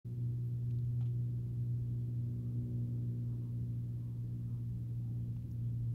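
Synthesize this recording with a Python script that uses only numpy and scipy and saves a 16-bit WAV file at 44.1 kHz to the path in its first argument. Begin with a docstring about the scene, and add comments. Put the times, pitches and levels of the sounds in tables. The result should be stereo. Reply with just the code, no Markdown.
"""A low, bee-like drone, most likely a far propeller plane, fills a garden: exhaust and propeller
harmonics that sink slightly in pitch, brighten once and waver in the moving air.
Close by, a bumble bee crawls through low plants: stems tick, leaves bump, rustle and slide.
Underneath: outdoor rumble and rush, faint far bird calls and chirps, and microphone hiss."""
import sys
import numpy as np
from scipy.fft import rfft, irfft, next_fast_len
from scipy.io import wavfile
from scipy.ndimage import map_coordinates

SR = 44100
rng = np.random.default_rng(int(sys.argv[2]) if len(sys.argv) > 2 else 0)


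def master(y):
    """Save y as 16-bit WAV."""
    cut = np.clip(np.atleast_2d(y).T, -1, 1)
    pcm = np.round(cut * 32767)  # scale
    wavfile.write(sys.argv[1], SR, pcm.astype(np.int16))


N = 261954
TIME_S = np.arange(N) / SR

# Strong second harmonic of the drone. Each row: time in seconds, level in dB.
HUM_LEVELS = [(0.07, -43), (0.25, -37.5), (1.21, -35), (1.5, -40.5), (1.64, -36.5), (2.0, -40), (2.25, -36),
              (2.33, -40.5), (2.57, -37), (2.73, -41), (2.76, -38), (4.21, -41), (4.27, -39), (4.84, -41),
              (5.33, -38), (5.43, -43), (5.79, -37), (5.9, -38)]
# Other harmonics. Each row: order, level in dB, gain in the swell in dB, trend in dB per second.
HARMONICS = [(1, -62, 1.5, 0), (3, -56, 2.5, .35), (4, -58.5, 7.5, .45), (5, -66.8, 7.2, -.2),
             (6, -69, 5.5, -2.4), (7, -83, 11.5, .5), (8, -89, 12, 0), (9, -91, 16, 0), (10, -92, 13, -.6)]
# Weak lines between the harmonics. 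Each row: frequency in Hz, relative level in dB.
CYLINDER_SPECTRUM = [(140, -12.5), (220, -24.5), (330, -24.5), (400, -25.5), (500, -29.5), (560, -33),
                     (660, -43.5)]
# Noise spectra. Each row: frequency in Hz, relative density in dB.
RUMBLE_SPECTRUM = [(10, -24.5), (16, -17), (25, -10), (32, -5.5), (42, -7), (58, -2), (85, 0.5), (110, 0.5),
                   (150, -5), (200, -13.5), (300, -27), (600, -70)]
RUSH_SPECTRUM = [(80, -20), (150, -2.5), (200, -1.5), (260, -1), (330, -4.5), (400, -9.5), (500, -14.5),
                 (650, -23.5), (1000, -31.5), (2000, -48.5), (5000, -80)]
HISS_SPECTRUM = [(100, -1.5), (700, 5), (1050, 6), (1600, 2.5), (2300, 1), (3200, 1), (5000, -1.5),
                 (7500, -4), (10000, -3), (13000, -0.5), (16000, -2.5)]
LEAF_SPECTRUM = [(200, -17), (450, -7.5), (600, -7.5), (770, 2.5), (1000, -7), (1250, -0.5), (1600, -21),
                 (3200, -20.5), (6000, -42.5)]
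# Stereo likeness of noise. Each row: frequency in Hz, left-right correlation.
COHERENCE = [(25, 0), (50, 0.39), (75, 0.65), (150, 0.81), (280, 0.72), (400, .68), (550, .45),
             (1000, 0.028), (2500, 0)]
# Sliding leaves. Each row: centre in seconds, peak level in dB, length in seconds.
LEAF_SLIDES = [(0.465, -78, .035), (5.526, -73, .03)]
# Flicking stems. Each row: start in seconds, relative level in dB, resonance in Hz.
STEM_TICKS = [(0.707, -57, 2690), (0.711, -56, 3700), (0.787, -57.5, 3800), (0.849, -62, 3400),
              (1.008, -60, 2600), (1.014, -59, 3000), (1.027, -56, 2900), (1.067, -61, 3200),
              (5.366, -63, 2600), (5.424, -65, 2700), (5.511, -65, 6200), (5.515, -57.5, 6200)]
# Bumped leaves. Each row: start in seconds, relative level in dB, 30 dB decay time in seconds.
LEAF_BUMPS = [(1.008, -52, .048), (1.054, -64, .07), (5.365, -56, 0.011)]
# One small bird. 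Each row: centre in seconds, peak level in dB.
BIRD_CHIRPS = [(1.899, -89), (2.035, -88), (5.249, -88), (5.661, -85)]
# Far birds. Each row: centre in seconds, peak level in dB, length in seconds,
# band centre in Hz, half width in Hz.
BIRD_CALLS = [(2.47, -81.5, 0.13, 1178, 120), (3.319, -74.5, .08, 1040, 300), (3.46, -73, .06, 1020, 241),
              (4.101, -78, 0.19, 990, 170), (4.542, -76, 0.11, 1030, 280), (5.082, -78.5, 0.24, 772, 30)]

SWELL_S, SWELL_HALF_WIDTH_S = 2.85, .78
GUST_S, GUST_HALF_WIDTH_S = 5.4, .5


def amp(db):
    """dB to gain."""
    return 10 ** (np.asarray(db) / 20)


def along(points, hz):
    """Interpolate (Hz, value) points on a log axis."""
    knots_hz, values = np.transpose(points)
    return np.interp(np.log(hz + 1), np.log(knots_hz + 1), values)


def colour(points):
    """Response from (Hz, dB) points."""
    return lambda hz: amp(along(points, hz))


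def wobble(rate_hz):
    """Smooth random curve, rate_hz knots a second."""
    return map_coordinates(rng.standard_normal(int(N * rate_hz / SR) + 4), [TIME_S * rate_hz])


def hump(centre_s, half_width_s):
    """Gaussian rise from 0 to 1 and back."""
    return np.exp(-((TIME_S - centre_s) / half_width_s) ** 2)


def filtered(x, response):
    """Apply a frequency response."""
    size = x.shape[-1]
    padded = next_fast_len(size + SR // 8)
    return irfft(rfft(x, padded) * response(np.fft.rfftfreq(padded, 1 / SR)), padded)[..., :size]


def resonance(hz, centre_hz, width_hz):
    """Response of one damped mode."""
    return 1j * hz * width_hz / (centre_hz ** 2 - hz ** 2 + 1j * hz * width_hz)


def noise(response, size=N):
    """Coloured stereo noise, rms 1, correlated in the bass only."""
    def mid_side(hz):
        angle = np.arccos(np.clip(along(COHERENCE, hz), -1, 1)) / 2
        return response(hz) * np.array([np.cos(angle), np.sin(angle)])

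    mid, side = filtered(rng.standard_normal((2, size)), mid_side)
    stereo = np.array([mid + side, mid - side])
    return stereo / np.sqrt(np.mean(stereo ** 2) + 1e-20)


def burst(response, decay_s):
    """Sudden noise, down 30 dB after decay_s."""
    t = np.arange(SR // 5) / SR
    return noise(response, len(t)) * amp(-30 * t / decay_s)


def puff(response, length_s):
    """Noise that rises and falls, peaking 0.25 s in."""
    t = np.arange(SR // 2) / SR - .25
    return noise(response, len(t)) * np.exp(-2 * (t / length_s) ** 2)


def add(track, start_s, sound):
    """Mix a sound in at start_s."""
    part = track[:, max(round(start_s * SR), 0):][:, :sound.shape[-1]]
    part += sound[..., :part.shape[-1]]


def plane_drone(start_hz=60.34, sag_hz_per_s=.11, sag_hz_per_s2=.029, left_lead_s=.00037,
                flutter_db=1.05, waver_db=1.8, drift_rad=.12, cylinder_db=-58.5, scatter_db=2):
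    """Exhaust and propeller harmonics sink as the plane passes; moving air makes each waver."""
    pulse_hz = start_hz - sag_hz_per_s * TIME_S - sag_hz_per_s2 * TIME_S ** 2
    phase = 2 * np.pi * (np.cumsum(pulse_hz) / SR + pulse_hz * np.array([[left_lead_s], [0]]))
    swell = hump(SWELL_S, SWELL_HALF_WIDTH_S)

    def partial(order, db):
        shift_rad = rng.uniform(0, 2 * np.pi) + drift_rad * wobble(9)
        return amp(db + waver_db * wobble(8)) * np.sin(order * phase + shift_rad)

    hum_db = np.interp(TIME_S, *np.transpose(HUM_LEVELS))
    out = amp(hum_db + flutter_db * wobble(24)) * np.sin(2 * phase)
    for order, db, swell_db, trend_db_per_s in HARMONICS:
        out += partial(order, db + swell_db * swell + trend_db_per_s * (TIME_S - SWELL_S))
    # Three unequal cylinders share a pipe: faint lines at thirds of the pulse rate.
    for order in [k / 3 for k in range(7, 30) if k % 3]:
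        db = cylinder_db + along(CYLINDER_SPECTRUM, order * start_hz)
        db += scatter_db * rng.standard_normal()
        out += partial(order, db + 3 * swell)
    return np.sqrt(2) * out


def outdoor_rumble(level_db=-50.7, gust_db=5.5, waver_db=1.5):
    """Deep noise, lifted by one gust."""
    db = level_db + gust_db * hump(GUST_S, GUST_HALF_WIDTH_S) + waver_db * wobble(9)
    return amp(db) * noise(colour(RUMBLE_SPECTRUM))


def air_rush(level_db=-61.6, swell_db=3.2, gust_db=1.5, waver_db=.98):
    """Low rush that rises with the drone's swell and with the gust."""
    rise_db = swell_db * hump(SWELL_S, SWELL_HALF_WIDTH_S) + gust_db * hump(GUST_S, GUST_HALF_WIDTH_S)
    return amp(level_db + rise_db + waver_db * wobble(14)) * noise(colour(RUSH_SPECTRUM))


def microphone_hiss(level_db=-73.5):
    """Steady self-noise."""
    return amp(level_db) * noise(colour(HISS_SPECTRUM))


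def leaf_slides(centre_hz=13500, width_hz=5000):
    """Leaves rub over each other: soft, high noise."""
    out = np.zeros((2, N))
    for centre_s, db, length_s in LEAF_SLIDES:
        rub = puff(lambda hz: resonance(hz, centre_hz, width_hz) ** 2, length_s)
        add(out, centre_s - .25, amp(db) * rub)
    return out


def stem_response(snap_hz, edge_db=-8, cutoff_hz=7200):
    """One damped stem resonance plus a bright edge, low-passed."""
    def response(hz):
        body = resonance(hz, snap_hz, width_hz=1500) ** 2
        edge = amp(edge_db) * resonance(hz, centre_hz=6200, width_hz=1800) ** 2
        return (body + edge) / (1 + (hz / cutoff_hz) ** 10)

    return response


def stem_ticks(gain_db=-5, decay_s=.008):
    """Flicked stems snap briefly."""
    out = np.zeros((2, N))
    for start_s, db, snap_hz in STEM_TICKS:
        add(out, start_s, amp(db + gain_db) * burst(stem_response(snap_hz), decay_s))
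    return out


def leaf_bumps(gain_db=-6, rustle_hz=3000, rustle_db=-70, rustle_delay_s=.002, rustle_stretch=1.4):
    """A whole leaf bumps softly, then rustles on its stem."""
    out = np.zeros((2, N))
    for start_s, db, decay_s in LEAF_BUMPS:
        add(out, start_s, amp(db + gain_db) * burst(colour(LEAF_SPECTRUM), decay_s))
        rustle = burst(stem_response(rustle_hz), rustle_stretch * decay_s)
        add(out, start_s + rustle_delay_s, amp(rustle_db) * rustle)
    return out


def far_birds(chirp_s=.08, chirp_hz=3200, chirp_half_width_hz=250):
    """Distant calls and chirps, blurred into narrow noise bands."""
    out = np.zeros((2, N))
    chirps = [(centre_s, db, chirp_s, chirp_hz, chirp_half_width_hz) for centre_s, db in BIRD_CHIRPS]
    for centre_s, db, length_s, centre_hz, half_width_hz in BIRD_CALLS + chirps:
        call = puff(lambda hz: 1 / (1 + ((hz - centre_hz) / half_width_hz) ** 4), length_s)
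        add(out, centre_s - .25, amp(db) * call)
    return out


def scene(left_bias_db=.3):
    """All sources, leaning slightly left."""
    bed = plane_drone() + outdoor_rumble() + air_rush() + microphone_hiss()
    plants = stem_ticks() + leaf_bumps() + leaf_slides()
    return (bed + plants + far_birds()) * amp([[left_bias_db], [-left_bias_db]])


def record(dry, open_s=.05, fade_s=.01, cutoff_hz=15750):
    """Brief silence, quick fade-in, brick-wall low-pass."""
    ramp = np.clip((TIME_S - open_s) / fade_s + .5, 0, 1)
    return filtered(dry * np.sin(ramp * np.pi / 2) ** 2, lambda hz: hz < cutoff_hz)


dry = scene()
out = record(dry)
master(out)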